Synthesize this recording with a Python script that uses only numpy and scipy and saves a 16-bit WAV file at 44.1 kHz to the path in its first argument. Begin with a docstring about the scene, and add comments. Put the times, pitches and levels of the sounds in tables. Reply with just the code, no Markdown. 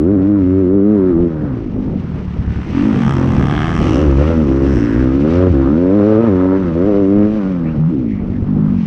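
"""A four-stroke single dirt bike ridden hard round a dirt track, heard from the rider's helmet.
It starts on the gas: each cycle rings the airbox and the pipe, over gas rasp, tyre hiss and wind.
The revs sag for the first bend, where a second bike barks close ahead from about 2.4 to 5 s,
with one dry knock along the way. The rider winds back up and clips the rev limiter at 6.2 s.
From 7.6 s the chassis knocks and squeaks as the revs fall away for another bend."""
import sys
import numpy as np
from scipy import signal
from scipy.fft import rfft, irfft
from scipy.io import wavfile
from scipy.ndimage import uniform_filter1d

SR = 44100
rng = np.random.default_rng(int(sys.argv[2]) if len(sys.argv) > 2 else 0)


def master(y):
    """Save y as 16-bit WAV."""
    cut = np.clip(np.atleast_2d(y).T, -1, 1)
    pcm = np.round(cut * 32767)  # scale
    wavfile.write(sys.argv[1], SR, pcm.astype(np.int16))


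N = 390726
TIME = np.arange(N) / SR

# revs of the rider's bike: t/s, firing rate/Hz
OWN_REVS = [(0.02, 74.8), (0.09, 97.1), (0.12, 103.4), (0.14, 104.9), (0.17, 92.8), (0.19, 93.4),
            (0.23, 94.6), (0.29, 103.6), (0.37, 100.6), (0.44, 90.2), (0.6, 96.5), (0.66, 87.3),
            (0.75, 99.7), (0.81, 96.8), (0.87, 104.7), (0.93, 107.4), (1.01, 94.5), (1.09, 91.6),
            (1.15, 81.3), (1.21, 87.75), (1.24, 86.95), (1.33, 79.3), (1.45, 74.1), (1.53, 63.2),
            (1.6, 56.1), (1.7, 48.52), (1.9, 54.25), (2.09, 38.45), (2.42, 34.53), (2.69, 36.7),
            (2.87, 55.7), (3.11, 41.56), (3.26, 45), (3.45, 36.9), (3.6, 28.87), (3.78, 27.11),
            (3.87, 45.43), (3.98, 70.6), (4.03, 79.1), (4.09, 68.1), (4.16, 66.46), (4.3, 81.5),
            (4.35, 81.96), (4.42, 76.1), (4.49, 65.72), (4.71, 68.6), (4.73, 68), (4.78, 55.43),
            (4.86, 59.06), (4.92, 53.03), (5.0, 64.44), (5.08, 63.54), (5.21, 69.66), (5.36, 87.53),
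            (5.44, 91.95), (5.51, 89.1), (5.54, 67.96), (5.66, 66.58), (5.82, 89.4), (5.89, 92.9),
            (5.96, 104.9), (6.03, 101.8), (6.08, 107.9), (6.17, 107.7), (6.21, 115.9), (6.25, 115.4),
            (6.27, 113.7), (6.3, 97.7), (6.35, 90.75), (6.54, 95.25), (6.59, 97.55), (6.73, 79.07),
            (6.79, 85.7), (6.88, 105.8), (6.94, 98.65), (7.0, 101.5), (7.05, 95.13), (7.19, 103.7),
            (7.24, 103.4), (7.33, 108.1), (7.38, 105.6), (7.43, 94.3), (7.49, 94.8), (7.62, 81.6),
            (7.7, 79.8), (7.78, 77.1), (7.85, 79.4), (7.91, 81.16), (7.96, 67.4), (8.1, 53.45),
            (8.19, 47.87), (8.4, 47.85), (8.63, 52.8), (8.86, 41.04)]
# twists of the throttle: opens/s, shuts/s, intake gain/dB, exhaust gain/dB,
# intake note on opening/Hz, on shutting/Hz, evenness of firing/0-1
THROTTLE_TWISTS = [(-.1, 1.268, 7.5, -1.5, 290, 274, 1), (1.275, 1.497, -3, 1.5, 294, 262, 0.3),
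                   (1.527, 1.68, -0.5, -3.5, 295.3, 264.6, 0.8), (1.713, 1.994, 1.5, -3.5, 224, 195, .5),
                   (1.996, 2.681, 0.5, 1.5, 160.2, 135, 0), (2.725, 2.907, 9.5, 9, 261, 239, 0.7),
                   (2.908, 3.087, 9, 6.5, 244.7, 186, 1), (3.126, 3.367, 6, 14, 290, 207, .9),
                   (3.369, 3.737, 5, 11.5, 195.3, 85, 1), (3.797, 4.137, 6, 14.5, 293.7, 277, 0.5),
                   (4.144, 4.337, 3.5, 13.5, 281, 289.3, .6), (4.335, 4.728, 7, 9, 262.4, 273, .55),
                   (4.732, 5.211, 8, 7.5, 269.4, 274.3, 0.8), (5.214, 5.475, 7, 11.5, 281.5, 332, 0.85),
                   (5.506, 5.768, 8.5, 11.5, 264, 266, 0.87), (5.771, 6.284, 7.5, 11.5, 294.3, 285, .95),
                   (6.29, 6.567, 7, 8, 292, 292.9, 1), (6.593, 6.726, 2, 6, 268.8, 240.8, 0.8),
                   (6.743, 7, 6, 8, 310.9, 323.7, 1), (6.981, 7.256, 7.5, 5, 279, 278.5, .95),
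                   (7.267, 7.589, -1, 0.5, 285, 220.2, 0.72), (7.755, 7.879, 6, -4, 175, 175, 0.99),
                   (7.899, 8.135, 5, -11.5, 275.3, 231.4, 0.5), (8.151, 8.444, 3, -5.5, 197, 197, 0),
                   (8.455, 8.835, 9, -1, 198, 184, .8)]
# bass thump of the exhaust: t/s, level/dB
THUMP_LEVEL = [(0, -24), (.42, -18.5), (.8, -25), (1.3, -30), (1.75, -32), (2.55, -19), (2.95, -33),
               (3.15, -22), (3.75, -15.5), (4.3, -14.5), (4.39, -17), (4.47, -17.5), (5.1, -17.5),
               (5.27, -26), (5.42, -16), (5.66, -17.5), (5.77, -22), (6.28, -19.5), (6.6, -25.5),
               (7.3, -24.5), (7.45, -41.5), (8.25, -24), (8.65, -33.5), (8.77, -14.5), (8.86, -35)]
# EQ curves of the pipe's bark, the gas rasp, the tyre hiss and the wind: f/Hz, level/dB
PIPE_EQ = [(450, -22), (620, 1), (740, 13), (870, 9), (1020, 10), (1130, 8), (1260, 11.5), (1600, 1),
           (2000, -4), (2400, -10), (3000, -19)]
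RASP_EQ = [(100, -7), (300, -17.5), (600, -7), (900, 13.5), (1300, 13), (1900, 3), (2700, -15),
           (3600, -12.5), (7000, -36)]
TYRE_EQ = [(800,-23),(2000,4),(2800,1),(3600,-7),(4700,-11),(5900,-12),(6800,-22.5),(8200,-26.5),(9500,-53.5),(14000,-77.5)]
WIND_EQ = [(10,-15.5),(25,0.5),(60,4),(120,3.5),(250,4),(450,-7.5),(900,-23),(2000,-80.5)]
# swells of the tyre hiss and of the wind: t/s, level/dB
TYRE_LEVEL = [(0, -54.5), (.8, -55), (1.7, -53), (2.1, -47.5), (2.45, -47.5), (2.78, -37.5), (3.2, -41.5),
              (3.8, -38.5), (4.15, -40.5), (4.8, -43), (5.1, -43), (5.38, -40.5), (5.6, -46), (6.2, -45),
              (6.45, -50), (6.9, -44.5), (7.2, -49.5), (7.35, -42.5), (7.55, -50.5), (8, -52.5), (8.2, -54),
              (8.6, -53), (8.86, -44)]
WIND_LEVEL = [(0, -24.5), (.35, -29.5), (.9, -29), (1.22, -22), (1.42, -26), (1.9, -22), (2.3, -29),
              (3.1, -20), (3.9, -20.5), (4.2, -22.5), (4.95, -21), (6, -28), (7.2, -23.5), (7.5, -26.5),
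              (8.25, -22), (8.86, -30.5)]
# revs of the leader, the bike ahead: t/s, firing rate/Hz
LEADER_REVS = [(2.35, 63.73), (2.43, 63.17), (2.51, 75.5), (2.6, 69.7), (2.67, 56.35), (2.8, 66.5),
               (2.87, 70.2), (2.93, 64.3), (3.01, 66.9), (3.06, 66.74), (3.12, 69), (3.18, 65.55),
               (3.33, 65.4), (3.42, 67.1), (3.535, 75.32), (3.61, 74.48), (3.68, 84), (3.76, 82.5),
               (3.83, 73.76), (3.92, 78.83), (4, 88.7), (4.07, 78.2), (4.3, 77.94), (4.42, 86.7),
               (4.53, 102.2), (4.6, 100), (4.66, 91.5), (4.77, 100.8), (4.84, 99.2), (4.945, 113.3),
               (4.965, 94), (5.2, 97.16)]
# its layers as its pipe swings towards the rider: t/s, bark level/dB, snarl level/dB, crack level/dB
LEADER_MIX = [(2.4, -53, -55, -80), (2.52, -37, -40.5, -57), (2.68, -34, -46.5, -51), (2.77, -26, -37, -46),
              (2.88, -30, -39.5, -43), (3.1, -15.5, -30.5, -33.5), (3.22, -22, -37.5, -39),
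              (3.55, -17.5, -27, -36.5), (3.721, -20.5, -28.5, -36), (3.841, -18.5, -35, -33),
              (3.97, -25, -58.5, -37), (4.071, -45, -51, -47), (4.6, -29, -43, -47.5),
              (4.76, -43, -38, -40), (5.001, -40, -35.5, -46), (5.12, -40, -49, -57)]
# EQ curves of its low bark, mid snarl and bright crack: f/Hz, level/dB
BARK_EQ = [(30, -22.5), (66, 13.5), (135, 24.5), (200, 14.5), (330, 17), (450, 3.5), (560, 1), (780, 7.5),
           (1000, 6.5), (1250, 6.5), (1550, -2.5), (1900, -5.5), (2400, -21.5), (6000, -70)]
SNARL_EQ = [(700, -17.5), (1100, -16), (1250, 8.5), (1500, 17), (1950, 10), (2400, -1.5), (2800, -14),
            (3800, -27.5), (6000, -69)]
CRACK_EQ = [(300, -19.5), (1000, 18.5), (2200, 1.5), (2600, 13.5), (3300, -0.5), (3900, -16.5), (4400, -29),
            (4900, -5), (5500, 3.5), (6000, -2.5), (6800, -10), (8300, -11), (9500, -22), (12000, -27.5),
            (14000, -79)]
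# the metallic ring of its pipe, sinking as it turns away: t/s, f/Hz, level/dB
PIPE_RING = [(2.6, 2700, -62), (2.78, 2600, -38), (2.9, 3000, -47), (3.06, 3130, -37), (3.14, 3130, -38),
             (3.22, 3150, -48), (3.4, 3200, -41), (3.57, 3240, -32), (3.7, 3130, -37), (3.82, 2950, -40),
             (3.92, 2850, -36), (4.03, 2750, -39), (4.15, 2750, -65)]
# modes of that ring: ratio to its pitch, level/dB, swell/ms
PIPE_MODES = [(1, 0, .75), (.61, -2, .55), (.38, 2, .6)]
# the thin rattle of its silencer: t/s, f/Hz, level/dB
SILENCER_RATTLE = [(2.85, 5720, -77), (3.07, 5700, -58), (3.3, 5802, -61), (3.6, 5715, -68),
                   (3.95, 5560, -44.5), (4.07, 5774, -58), (4.6, 5450, -65), (4.76, 5356, -50.5),
                   (4.95, 5250, -64), (5.12, 5274, -70)]
# its echo off the banked dirt as it rounds the bend: t/s, lag/ms
BANK_ECHO_LAG = [(2.8, 3.7), (3.1, 2.8), (3.3, 2.16), (3.55, 2.06), (3.75, 2.04), (4.0, 1.92), (4.6, 0.16)]
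# knocks of the chassis and flying stones: t/s, f/Hz, level/dB, swell/ms
KNOCK_HITS = [(3.383, 5200, -27, 0.11), (7.658, 1620, -28, .3), (7.688, 1530, -29, .4)]
# the rev limiter holds back the spark: from t/s, to t/s
LIMITER_CUTS = [(6.212, 6.234), (6.248, 6.275)]
# chassis squeaks: centre t/s, from f/Hz, to f/Hz, level/dB, half length/s
SQUEAK_GLIDES = [(7.678, 1960, 2707, -39, .032), (8.142, 2041, 2166, -43, .09),
                 (8.353, 2078, 1710, -43.5, .04)]

CRUISE_HZ = 80  # firing rate at cruising revs
BUMPS_PER_S = 9  # ruts jolt the revs, the thump, the rasp and the tyres


def undb(db):
    """Decibels to gain."""
    return 10 ** (np.asarray(db) / 20)


def curves(table):
    """Each column of a table, joined by straight lines in time."""
    times, *columns = np.transpose(table)
    return [np.interp(TIME, times, column) for column in columns]


def unit(x):
    """Scale to spread 1."""
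    return x / np.std(x)


def eq_db(eq, hz):
    """An EQ curve read on a log-frequency axis."""
    f, db = np.transpose(eq)
    return np.interp(np.log(np.maximum(hz, 1)), np.log(f), db)


def colour(x, eq, size=8192):
    """Play x through a minimum-phase EQ; spread 1."""
    cepstrum = irfft(np.log(undb(eq_db(eq, np.fft.rfftfreq(size, 1 / SR)))))
    cepstrum[1:size // 2] *= 2
    cepstrum[size // 2 + 1:] = 0
    impulse = irfft(np.exp(rfft(cepstrum)))
    return unit(signal.fftconvolve(x, impulse)[:N])


def noise():
    """White noise."""
    return rng.standard_normal(N)


def walk(per_s):
    """Smooth random wander with spread 1."""
    knots = rng.standard_normal(N // 10)
    wander = np.interp(TIME * per_s, np.arange(len(knots)), knots)
    return unit(uniform_filter1d(wander, int(SR / per_s / 2)))


def per_cycle(cycles):
    """One random value for each engine cycle, with softened steps."""
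    return uniform_filter1d(rng.standard_normal(N // 100)[cycles.astype(int)], 48)


def sway(shape):
    """A slow, separate wander for each engine order, with spread 1."""
    return unit(uniform_filter1d(uniform_filter1d(rng.standard_normal(shape), 60), 60))


def band(hz, centre_hz, q, order=2):
    """Complex response of coupled air resonances: a flat top and steep skirts."""
    detune = 1j * q * (hz / centre_hz - centre_hz / hz)
    return 1 / np.polyval(signal.butter(order, 1, analog=True)[1], detune)


def stack(cycles, gains, times):
    """Engine orders with slowly changing complex gains (orders x times), held at rms 1."""
    gains = gains / np.sqrt(np.sum(abs(gains) ** 2, axis=0) / 2)
    turn, wave, out = np.exp(2j * np.pi * cycles), 1, 0
    for gain in gains:
        wave = wave * turn
        out = out + (np.interp(TIME, times, gain) * wave).real
    return out


def ping(since_s, hz, swell_ms):
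    """A resonance that swells after a blow and then dies away."""
    age = 1000 * since_s / swell_ms
    return age * np.exp(1 - age) * np.sin(2 * np.pi * hz * since_s)


def throttle(hz, open_s=0.038, shut_s=0.034, pipe_ease_s=0.02):
    """Each twist lifts or trims intake and exhaust, bends the intake note and evens out the firing."""
    opens, shuts, intake_db, pipe_db, from_hz, to_hz, evenness = np.transpose(THROTTLE_TWISTS)[:, :, None]
    opening = np.clip(np.minimum((TIME - opens) / open_s, 1 - (TIME - shuts) / shut_s), 0, 1)
    opening = opening / np.maximum(opening.sum(axis=0), 1)  # overlapping twists crossfade
    intake_gain_db, pipe_gain_db, even = np.hstack([intake_db, pipe_db, evenness]).T @ opening
    pipe_gain_db = uniform_filter1d(pipe_gain_db, int(pipe_ease_s * SR))
    glide_hz = from_hz + (TIME - opens) * (to_hz - from_hz) / (shuts - opens)
    coast_note_hz = 244 * (hz / CRUISE_HZ) ** 0.73
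    note_hz = np.sum(opening * glide_hz, axis=0) + (1 - opening.sum(axis=0)) * coast_note_hz
    return intake_gain_db, pipe_gain_db, note_hz, np.clip(even, 0, 1)


def engine_state():
    """Revs and throttle set the raggedness, the intake note and the levels of intake, honk and gas."""
    hz = curves(OWN_REVS)[0] * (1 + 0.00404 * walk(BUMPS_PER_S))
    octaves = np.log2(hz / CRUISE_HZ)
    intake_gain_db, pipe_gain_db, note_hz, even = throttle(hz)
    intake_db = -19.5 + 3 * octaves + intake_gain_db
    honk_db = -38 + 12.5 * octaves + pipe_gain_db
    gas_db = -43.5 + 0.5 * octaves + 0.7 * pipe_gain_db + 1.5 * walk(BUMPS_PER_S)
    return hz, 1 - even, note_hz, intake_db, honk_db, gas_db


def own_bike(hz, ragged, note_hz, intake_db, honk_db, gas_db, orders=26, hop=128, choke_hz=72):
    """Each cycle gulps through the airbox and thumps, honks and barks down the pipe; gives sound, cycles."""
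    thump_db = curves(THUMP_LEVEL)[0] + 2.5 * walk(BUMPS_PER_S)
    # combustion is even under load, ragged on the overrun and stumbles at low revs
    lumpy = np.clip(CRUISE_HZ / hz - 1, 0, 1)
    jitter = .0015 + .004 * lumpy + .002 * lumpy * ragged + .008 * ragged
    cycles = np.cumsum(hz) / SR + 1 + jitter * walk(70)
    times = TIME[::hop]
    orders_hz = np.arange(1, orders + 1)[:, None] * hz[::hop]
    low_hz = orders_hz[:orders // 2]

    damping = np.maximum(low_hz[0] / choke_hz, 1)  # fast air flow broadens the note
    airbox = -band(low_hz, note_hz[::hop], q=2.31 / damping, order=3)
    airbox *= undb(3 * sway(low_hz.shape))  # the orders waver as the rider's head moves
    in_step = airbox / abs(airbox)  # the low pipe tones swing with the airbox
    intake = stack(cycles, airbox, times) * undb(intake_db)
    thump = stack(cycles - 0.14, in_step * abs(band(low_hz, centre_hz=84, q=1.175)), times)
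    thump *= undb(thump_db + 5 * ragged ** 2 * per_cycle(cycles))  # uneven firing burbles
    honk = stack(cycles, in_step * abs(band(low_hz, centre_hz=520, q=5.3)), times)
    honk *= undb(honk_db + 3.5 * per_cycle(cycles))
    strength = undb((0.32 + 0.8 * ragged) * per_cycle(cycles))

    # the bark's high orders fade at low revs and off throttle
    bark_gains = undb(eq_db(PIPE_EQ, orders_hz) + 3 * sway(orders_hz.shape))
    bark = stack(cycles - .2, bark_gains, times)
    bark *= undb(gas_db + 3.5 + per_cycle(cycles) - 5 * lumpy - 5 * ragged)

    # the piston pumps twice a cycle; without a spark the firing ducks and this hum comes forward
    cut = rev_limiter()
    piston = stack(cycles, in_step[:2] * [[0], [1]], times)
    piston *= undb(-22 + 4.5 * cut) * (1 - lumpy) ** 2
    firing = (intake + thump + honk) * (1 - 0.59 * cut)
    return (firing + piston) * strength + bark, cycles


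def gas_rasp(cycles, gas_db, throb=0.05):
    """Exhaust gas rasps out of the pipe, throbbing lightly once a cycle."""
    pulse = 1 + throb * np.cos(2 * np.pi * (cycles - .25))
    return colour(noise() * pulse * undb(1.3 * walk(25)), RASP_EQ) * undb(gas_db)


def tyres(ticks_per_s=120, tick_s=.001):
    """Tyres hiss unevenly over the dirt while the chain and flying grit tick."""
    flutter_db = 1.1 * walk(28) + walk(BUMPS_PER_S)
    ticks = (rng.random(N) < ticks_per_s / SR) * noise()
    grit = unit(noise() * signal.lfilter([1], [1, -np.exp(-1 / (tick_s * SR))], ticks))
    hiss = noise() * undb(1.5 * walk(300) + flutter_db)
    return colour(hiss + grit * undb(-12), TYRE_EQ) * undb(curves(TYRE_LEVEL)[0])


def wind(eddy_db=3.5):
    """Eddies thud on the microphone."""
    gust_db, = curves(WIND_LEVEL)
    return colour(noise(), WIND_EQ) * undb(gust_db + eddy_db * walk(27))


def leader(fade_s=0.18, puff_s=.0018, detune=.01):
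    """The bike ahead: each firing rings its open pipe and rattles the silencer, with a crack of gas."""
    hz, = curves(LEADER_REVS)
    bark_db, snarl_db, crack_db = curves(LEADER_MIX)
    ring_hz, ring_db = curves(PIPE_RING)
    rattle_hz, rattle_db = curves(SILENCER_RATTLE)
    cycles = np.cumsum(hz) / SR + 1 + .0012 * walk(50)
    since_s = (cycles % 1) / hz
    strength = undb(per_cycle(cycles))
    pulses = unit(np.diff(np.floor(cycles), prepend=1).clip(0, 1) * strength)
    puff = np.exp(-since_s / puff_s) * strength + .05
    bark = colour(pulses + .2 * unit(noise() * puff), BARK_EQ) * undb(bark_db)
    snarl = colour(pulses + .35 * unit(noise() * puff), SNARL_EQ) * undb(snarl_db)
    modes = sum(undb(db) * ping(since_s, ratio * ring_hz * (1 + detune * per_cycle(cycles)), swell_ms)
                for ratio, db, swell_ms in PIPE_MODES)
    ring = unit(modes * strength) * undb(ring_db)
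    rattle = unit(ping(since_s, rattle_hz * (1 + 0.018 * per_cycle(cycles)), swell_ms=0.38))
    rattle *= undb(rattle_db + 2 * per_cycle(cycles))
    crack = colour(pulses + unit(noise() * puff), CRACK_EQ) * undb(crack_db)
    enters_s, leaves_s = LEADER_MIX[0][0], LEADER_MIX[-1][0]
    fade = np.clip(1 + np.minimum(TIME - enters_s, leaves_s - TIME) / fade_s, 0, 1)
    return fade * (bank_echo(bark + snarl) + ring + rattle + crack)


def bank_echo(x, echo_db=-8):
    """A close, moving reflection off the banked dirt sweeps hollows through the sound."""
    lag_s = curves(BANK_ECHO_LAG)[0] / 1000
    return x - undb(echo_db) * np.interp(TIME - lag_s, TIME, x)


def knocks():
    """Dry knocks of chassis and stones, each one quickly damped resonance."""
    return sum(ping(np.maximum(TIME - t, 0), hz, swell_ms) * undb(db)
               for t, hz, db, swell_ms in KNOCK_HITS)


def rev_limiter():
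    """A soft-edged gate: 1 while the limiter holds back the spark, else 0."""
    gate = sum(1. * ((TIME > start) & (TIME < end)) for start, end in LIMITER_CUTS)
    return uniform_filter1d(gate, 180)


def squeaks(width_hz=420):
    """Brief, scratchy gliding squeaks from the chassis: uneven rubbing drives one resonance."""
    lowpass = signal.butter(2, width_hz / 2, fs=SR, output="sos")
    rub = unit(signal.sosfilt(lowpass, noise() + 1j * noise()))
    out = 0
    for centre_s, from_hz, to_hz, db, half_s in SQUEAK_GLIDES:
        along = (TIME - centre_s) / half_s
        hz = np.interp(along, [-1, 1], [from_hz, to_hz])
        scratch = (rub * np.exp(2j * np.pi * np.cumsum(hz) / SR)).real
        out = out + scratch * np.exp(-along ** 2) * undb(db)
    return out


def scene():
    """Both bikes, the rush of riding and the wind, mixed in mono at the helmet."""
    hz, ragged, note_hz, intake_db, honk_db, gas_db = engine_state()
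    engine, cycles = own_bike(hz, ragged, note_hz, intake_db, honk_db, gas_db)
    return (engine + leader() + gas_rasp(cycles, gas_db) + tyres() + wind() + squeaks() + knocks())[None]


def record(dry, ceiling=.92, top_hz=13500):
    """Soft saturation rounds the highest peaks and a steep low-pass cuts the top."""
    rounded = dry / (1 + (dry / ceiling) ** 8) ** (1 / 8)
    return signal.sosfilt(signal.ellip(8, .2, 70, top_hz, fs=SR, output="sos"), rounded)


dry = scene()
out = record(dry)
master(out)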